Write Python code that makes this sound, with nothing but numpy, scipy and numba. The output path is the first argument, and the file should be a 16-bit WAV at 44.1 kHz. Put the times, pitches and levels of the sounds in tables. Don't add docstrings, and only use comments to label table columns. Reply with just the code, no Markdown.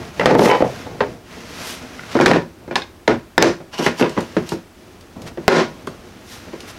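import sys
import numpy as np
from scipy import signal
from scipy.fft import rfft, irfft
from scipy.io import wavfile
from scipy.ndimage import uniform_filter1d
from numba import njit

SR = 44100
rng = np.random.default_rng(int(sys.argv[2]) if len(sys.argv) > 2 else 0)


def output_pcm(signal):
    pcm = np.clip(np.atleast_2d(signal).T, -1, 1) * 32767
    wavfile.write(sys.argv[1], SR, np.round(pcm).astype(np.int16))


N = 299288
RING = np.arange(SR // 3) / SR


def amp(db):
    return 10 ** (np.asarray(db) / 20)


def evened(x):
    return x / np.sqrt(np.mean(x ** 2) + 1e-20)


def unit_hit(x):
    return x / np.linalg.norm(x) * np.sqrt(SR / 100)


def read(points, hz):
    f, value = np.transpose(points)
    return np.interp(np.log(hz + 1), np.log(f + 1), value)


def add(mix, s, sound):
    part = mix[round(s * SR):][:len(sound)]
    part += sound[:len(part)]


def noise(spectrum, size):
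    gain = amp(read(spectrum, np.fft.rfftfreq(size, 1 / SR)))
    white = rfft(rng.standard_normal(size))
    return evened(irfft(white * gain, size))


def ring(modes, spread_db):
    hz, db, t60 = np.transpose(modes)[:, :, None]
    share = amp(db + spread_db * rng.standard_normal(hz.shape)) * rng.choice([-1, 1], hz.shape)
    decay = np.exp(-np.log(1000) * RING / t60)
    return unit_hit((share * decay * np.sin(2 * np.pi * hz * RING)).sum(0))


def shelf(x, hz, db, side):
    band = signal.lfilter(*signal.butter(1, hz, side, fs=SR), x)
    return x + (amp(db) - 1) * band


def causal(spectrum, size=4096):
    hz = abs(np.fft.fftfreq(size, 1 / SR))
    log_gain = np.log(amp(np.maximum(read(spectrum, hz), -100)))
    click = np.fft.ifft(np.exp(np.conj(signal.hilbert(log_gain)))).real
    return click[:size // 2]


def echoes(build_s=0.0049):
    # hz, t60_s
    room_decay = [(120, 0.35), (320, 0.21), (900, 0.25), (2500, 0.24), (6000, 0.27), (14000, 0.2)]
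    hz, t, z = signal.stft(rng.standard_normal(len(RING)), SR, nperseg=256)
    decay = np.exp(-np.log(1000) * t / read(room_decay, hz)[:, None])
    tail = signal.istft(z * decay, SR, nperseg=256)[1][:len(RING)]
    tail = tail * (1 - np.exp(-(RING / build_s) ** 2))
    return tail / np.linalg.norm(tail)


def room(x, wet_db):
    return x + amp(wet_db) * signal.fftconvolve(x, echoes())[:len(x)]


def grain(depth_db, size):
    wander = evened(uniform_filter1d(rng.standard_normal(N), size))
    return evened(amp(abs(depth_db * wander)))


def motion(t):
    # start_s, length_s, hollow_rumble_db, rustle_db
    moves = [(-.05, 0.12, -31.5, -38), (0.11, 0.71, -33.5, -36), (0.815, 0.31, -31.5, -43.5),
             (1.221, 1, -38.5, -39), (2.57, 0.25, -42, -56), (3.708, 0.84, -41, -42),
             (4.707, 0.7, -49, -52.5), (5.154, 0.11, -32, -50.5), (5.374, 0.46, -37.5, -46.5),
             (5.844, 0.41, -42, -47.5), (6.275, 0.58, -41, -42.5)]
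    attack_share, release_s = 0.11, 0.062
    idle_rumble_db, idle_rustle_db = -48, -55.5
    rumble, rustle = amp(idle_rumble_db) ** 2, amp(idle_rustle_db) ** 2
    for start, length, rumble_db, rustle_db in moves:
        attack = np.clip((t - start) / (attack_share * length), 0, 1)
        release = np.exp(-np.clip((t - start - length) / release_s, 0, 20))
        speed = attack * release
        rumble = rumble + (amp(rumble_db) * speed) ** 2
        rustle = rustle + (amp(rustle_db) * speed) ** 2
    return np.sqrt(rumble), np.sqrt(rustle)


def slides(t, rows, grit, fizz_hz=7000):
    out = np.zeros(N)
    for middle, half, db, fizz_db in rows:
        near = abs(t - middle) < 10 * half
        swell = np.exp(-.5 * ((t[near] - middle) / half) ** 2)
        out[near] += amp(db) * swell * shelf(grit[near], fizz_hz, fizz_db, "high")
    return out


def in_slot(x, plain_db=-6):
    # hz, width_hz, level_db
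    slot_modes = [(950, 190, 0.5), (2840, 300, -1.5), (4540, 230, -10), (5500, 560, -7)]
    walls = np.zeros(len(x))
    for hz, width, db in slot_modes:
        walls += amp(db) * signal.lfilter(*signal.iirpeak(hz, hz / width, fs=SR), x)
    return evened(amp(plain_db) * x + walls)


def rubbing():
    # hz, relative_db_per_hz
    rumble_spectrum = [(30, -6), (90, 1), (200, 3.5), (380, -1.5), (700, -6.5), (1500, -24.5), (4000, -75)]
    # hz, relative_db_per_hz
    rustle_spectrum = [(100, -19), (600, 8), (1600, 10), (2600, 7), (4000, 2.5), (6000, 1.5), (8000, -8),
                       (12000, -11.5), (16000, -22)]
    # hz, relative_db_per_hz
    scrape_spectrum = [(100, 8), (500, 9.5), (1500, 8.5), (3000, 6), (6000, 2), (8000, -6.5), (12500, -9),
                       (16000, -38)]
    # middle_s, half_length_s, level_db, fizz_db
    plain_scrapes = [(0.446, 0.035, -15, 5.5), (1.635, 0.097, -32, 0.5), (1.698, 0.043, -48.5, 23),
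                     (2.131, 0.03, -29.5, -11), (5.278, 0.011, -32, -1), (6.33, 0.044, -42.5, 11.5),
                     (6.696, 0.015, -35.5, 7)]
    # middle_s, half_length_s, level_db, fizz_db
    slot_scrapes = [(3.745, .012, -27.5, -8), (3.79, 0.011, -24, -2), (3.849, 0.022, -22, 2.5),
                    (4, 0.016, -31.5, 10.5), (4.164, 0.11, -39.5, -14), (4.479, 0.012, -43, 13),
                    (4.526, 0.013, -36.5, 10.5), (5.56, 0.014, -23, -25)]
    trim_db = -2.0
    t = np.arange(N) / SR
    rumble_gain, rustle_gain = motion(t)
    rumble = rumble_gain * noise(rumble_spectrum, size=N) * grain(depth_db=3.0, size=900)
    rustle = rustle_gain * noise(rustle_spectrum, size=N) * grain(depth_db=1.5, size=200)
    grit = noise(scrape_spectrum, size=N) * grain(depth_db=3.5, size=24)
    scrapes = slides(t, plain_scrapes, grit) + slides(t, slot_scrapes, in_slot(grit))
    return amp(trim_db) * room(rumble + rustle + scrapes, wet_db=-10.5)


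def blows(count=2):
    # start_s, level_db, bass_weight_db, treble_hardness_db, level_change_per_rebound_db
    hard_knocks = [(.196, -10.5, 0, -9, -2), (.258, 7.5, 0.5, -1, -4), (0.311, -9, 12, -3, -5.5),
                   (0.3514, -4.5, 13.5, -14, -32), (0.393, 0, 10, -11, -25), (0.4192, 0.5, 7, -16, -4.5),
                   (0.457, 4, -4, -9, -3.5), (0.5124, 3, -32, -12, -7.5), (0.6041, -17.5, 12, -16, -23),
                   (0.6223, -10, 8, -30, -13), (1.0054, -3.5, -20, -29, -25), (2.1526, -11, 9, -22, -22),
                   (2.1672, -14.5, -10, -3, -9), (2.1893, -16, -17, -4, -13), (2.2008, -4, 2, -11, -8),
                   (2.211, -7, 5, 4, -7), (2.2605, 3.5, -3, 2.5, -7.5), (2.279, -2, 2.5, -1, -19),
                   (2.3139, 3, 0.5, -8, -14), (2.3601, -14, 11, -2, -18), (2.7102, -16, -1.5, -17, -6),
                   (2.7559, -11.5, -20, 7, -11), (3.077, 1, 1, -6.5, -6), (3.379, 7.5, -4.5, -6.5, -29),
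                   (3.4258, 4, 1, 2, -6.5), (3.7926, -17, 7.5, -2, -2), (3.8631, -3.5, -1.5, -1.5, -14.5),
                   (3.997, -12.5, -10, -2, -14), (4.011, -16, 11.5, 2, -6), (4.024, -7.5, -2, -9, -3),
                   (4.1758, -10.5, 4.5, -21, -11), (4.367, -14.5, 9.5, -3, -9), (5.4803, 30, -26, -5, -24)]
    # start_s, level_db
    soft_bumps = [(0.8643, -34), (2.6784, -35), (3.603, -34.5), (4.167, -27), (4.5196, -22), (5.374, -29),
                  (5.873, -30), (6.533, -32)]
    bump_weight_db, bump_hard_db = 12.5, -5
    rebound_s, rebound_scatter = .017, 0.1545
    rebound_weight_db, rebound_dull_db = -2, -8
    rows = []
    for s, db, weight_db, hard_db, rebound_db in hard_knocks:
        gap_s = rebound_s * (1 + rebound_scatter * rng.uniform(-1.023, 1))
        for k in range(count + 1):
            weight = weight_db + k * rebound_weight_db
            hardness = hard_db + k * rebound_dull_db
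            rows.append((s + k * gap_s, db + k * rebound_db, weight, hardness))
    for s, db in soft_bumps:
        rows.append((s, db, bump_weight_db, bump_hard_db))
    return np.array(rows)


def crack(crack_s, boom_s, wet_db, rattle_db, ribs_db, tick_db,
          rattle_s=0.03, rattles_per_s=150, rib_t60=0.083, count=7):
    # hz, relative_db_per_hz
    crack_spectrum = [(30, -34), (100, -4), (230, 5.5), (500, 6), (900, -1), (1300, -3.5), (2000, -3.5),
                      (3200, -10), (5500, -14), (8000, -26), (12000, -34), (16000, -54)]
    size = len(RING)
    burst = rng.standard_normal(size)
    low = signal.lfilter(*signal.butter(1, 700, fs=SR), burst)
    walls = low * np.exp(-RING / boom_s) + (burst - low) * np.exp(-RING / crack_s)

    brief = rng.standard_normal(size) * RING * np.exp(-RING / 0.00038)
    tick = signal.lfilter(*signal.butter(2, 3500, "high", fs=SR), brief)

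    rib_hz = np.geomspace(900, 5600, count) * rng.uniform(.85, 1.15, count)
    ribs = ring([(hz, 0, rib_t60) for hz in rib_hz], spread_db=6.0)

    contacts = (rng.random(size) < rattles_per_s / SR) * rng.uniform(0.62, 1, size)
    chatter = signal.lfilter([1], [1, -np.exp(-1 / (0.00078 * SR))], contacts) * rng.standard_normal(size)
    chatter = unit_hit(chatter * np.exp(-RING / rattle_s))

    direct = unit_hit(walls) + amp(tick_db) * unit_hit(tick)
    direct = direct + amp(ribs_db) * ribs + amp(rattle_db) * chatter
    click = causal(crack_spectrum)
    answered = direct + amp(wet_db) * unit_hit(echoes())
    return signal.fftconvolve(answered, click / np.linalg.norm(click))[:size]


def knocks(rows, modes, modes_db, crack_db, bass_hz, treble_hz, edge_share, swell_s, radiate_hz, **texture):
    out = np.zeros(N)
    for s, db, weight_db, hard_db in rows:
        shell = room(ring(modes, spread_db=1.5), wet_db=-8)
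        shell = shell * (1 - np.exp(-RING / swell_s))
        blow = amp(crack_db) * crack(**texture) + amp(modes_db) * shell
        blow = shelf(blow, bass_hz, weight_db, "low")
        blow = shelf(blow, treble_hz, hard_db, "high")
        blow = shelf(blow, 5100, edge_share * hard_db, "high")
        add(out, s, amp(db) * blow)
    return signal.lfilter(*signal.butter(2, radiate_hz, "high", fs=SR), out)


def clacks():
    # start_s, level_db, pitch_hz
    slaps = [(0.197, -18, 2010), (.2095, -24, 2010), (0.2136, -21.5, 1370), (.2585, -4.5, 1860),
             (.266, 0, 890), (0.3518, -19.5, 1970), (0.5009, -14, 1920), (0.624, -3.5, 530),
             (1.9944, -31.5, 1450), (2.036, -37, 1440), (2.19, -20, 1450), (2.22, -19, 1470),
             (2.2648, -8, 1680), (2.3347, -15.5, 1810), (2.763, -18.5, 805), (3.8651, -15, 1855),
             (4.0253, -22.5, 2640), (4.177, -22.5, 985), (5.874, -28.5, 1116), (6.534, -38, 646)]
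    # multiple_of_pitch, relative_db, t60_s
    rib_modes = [(1, 3.5, 0.02), (1.36, -1.5, 0.015), (2.1, -13.5, 0.007)]
    out = np.zeros(N)
    for s, db, hz in slaps:
        modes = [(multiple * hz, mode_db, t60) for multiple, mode_db, t60 in rib_modes]
        add(out, s, amp(db) * room(ring(modes, spread_db=2.5), wet_db=-8))
    return out


def tools():
    # start_s, level_db, what_rings
    clinks = [(.458, -35, "levers"), (0.4983, -5.5, "levers"), (0.5126, -5, "levers"),
              (0.6053, -25, "levers"), (0.621, -26, "levers"), (2.2588, -22, "shaft"),
              (2.7569, -17.5, "shaft"), (2.8198, -28, "shaft"), (3.3807, 2.5, "handle"),
              (3.4251, -8.5, "tip")]
    # hz, relative_db, t60_s
    levers = [(828, 6, .16), (890, 6, .09), (999, 9.5, .15), (1297, -5, .12), (1895, 2, .11),
              (2239, -2, .12), (2985, -10, .1), (3020, 0, .17), (4660, -21, .3)]
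    shaft = [(1636, -1, .05), (2131, -4, .05), (2530, -5, .05), (3520, -1, .03), (3730, 1, .03),
             (4290, -4, .04), (5060, -6, .06)]
    handle = [(980, -1, 0.011), (1740, 2, 0.02), (3600, -6, 0.013), (5200, -9, 0.021)]
    tip = [(2530, 2, .008), (4110, -6, .01), (4940, -3, .01), (6060, 0, .012), (7480, -4, .009),
           (9040, -11, .007)]
    modes = {"levers": levers, "shaft": shaft, "handle": handle, "tip": tip}
    out = np.zeros(N)
    for s, db, tool in clinks:
        add(out, s, amp(db) * room(ring(modes[tool], spread_db=1.5), wet_db=-13.0))
    return out


def shove():
    # start_s, level_db, push_time_s
    pushes = [(2.261, -4, 0.0031), (5.4812, 25, 0.0016)]
    out = np.zeros(N)
    for s, db, push_s in pushes:
        u = RING / push_s
        pulse = (1 - u) * np.exp(-u) * (1 - np.exp(-10 * u))
        add(out, s, amp(db) * pulse)
    return out


def ticks():
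    # start_s, level_db
    touches = [(4.0944, -36.5), (4.186, -42), (4.206, -35.5), (4.4908, -30.5), (5.01, -48), (5.2186, -41.5),
               (5.871, -37), (6.605, -36.5)]
    # hz, relative_db_per_hz
    tick_spectrum = [(300, -10), (1500, 0), (3500, 9.5), (6000, 4.5), (9000, -1.5), (13000, -8),
                     (16000, -27)]
    decay_s = 0.0051
    out = np.zeros(N)
    for s, db in touches:
        burst = unit_hit(noise(tick_spectrum, size=len(RING)) * np.exp(-RING / decay_s))
        add(out, s, amp(db) * room(burst, wet_db=-5.5))
    return out


def scene():
    # hz, relative_db, t60_s
    shut_case = [(130, -10.5, 0.27), (175.7, -2, 0.14), (237, -36, 0.36), (413, 1.5, 0.2), (454, 3, 0.064),
                 (496, 12.5, 0.06), (590, -0.5, 0.12), (733, -2, 0.094), (860, 2, 0.13), (918, 3, 0.066)]
    # hz, relative_db, t60_s
    open_case = [(149.8, -8, 0.13), (171.4, -9.5, 0.25), (240.6, 0, 0.12), (336.5, 5, 0.13),
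                 (363.5, 4.5, 0.1), (420.5, 5, 0.069), (543, 7, 0.039), (624.5, -12.5, 0.19),
                 (962, -6, 0.1), (1049, -14, 0.17), (1438, -4, 0.075), (1630, 0.5, 0.021),
                 (1800, -6, 0.047)]
    # hz, relative_db_per_hz
    air_spectrum = [(15, -42), (25, -9.5), (97, -3.5), (141, -26), (373, -8), (427, -21.5), (1190, -23.5),
                    (3000, -31), (16000, -41)]
    air_db, lid_opens_s = -46, 1.3
    rows = blows()
    is_shut = rows[:, 0] < lid_opens_s
    shut = knocks(rows[is_shut], shut_case, modes_db=-3.5, crack_db=-5.0, bass_hz=480, treble_hz=1730,
                  edge_share=0.96, swell_s=0.00077, radiate_hz=89, crack_s=0.01, boom_s=0.013,
                  wet_db=-7.5, rattle_db=-11.5, ribs_db=-16.5, tick_db=-20)
    opened = knocks(rows[~is_shut], open_case, modes_db=-2.5, crack_db=-7.5, bass_hz=500, treble_hz=1720,
                    edge_share=0.13, swell_s=0.0049, radiate_hz=55.7, crack_s=0.0065, boom_s=0.013,
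                    wet_db=-5.0, rattle_db=-11, ribs_db=-10.0, tick_db=-28.0)
    air = amp(air_db) * noise(air_spectrum, size=N)
    mix = air + rubbing() + shut + opened + clacks() + tools() + shove() + ticks()
    return mix[None]


@njit
def follow(level, rise, fall):
    out, held = np.zeros(len(level)), 0.
    for i in range(len(level)):
        held += rise * max(level[i] - held, 0.) - fall * held
        out[i] = held
    return out


def record(dry, limit_db=-8, attack_s=0.0013, release_s=0.022, low_cut_hz=45, edge_hz=15900):
    peak = follow(abs(dry[0]), 1 / (attack_s * SR), 1 / (release_s * SR))
    limited = dry / np.maximum(peak / amp(limit_db), 1)
    low_cut = signal.lfilter(*signal.butter(1, low_cut_hz, "high", fs=SR), limited)
    clipped = np.clip(low_cut, -1, 1)
    band_limit = signal.firwin(511, edge_hz, window=("kaiser", 9), fs=SR)
    return signal.oaconvolve(clipped, band_limit[None], "same")


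dry = scene()
out = record(dry)
output_pcm(out)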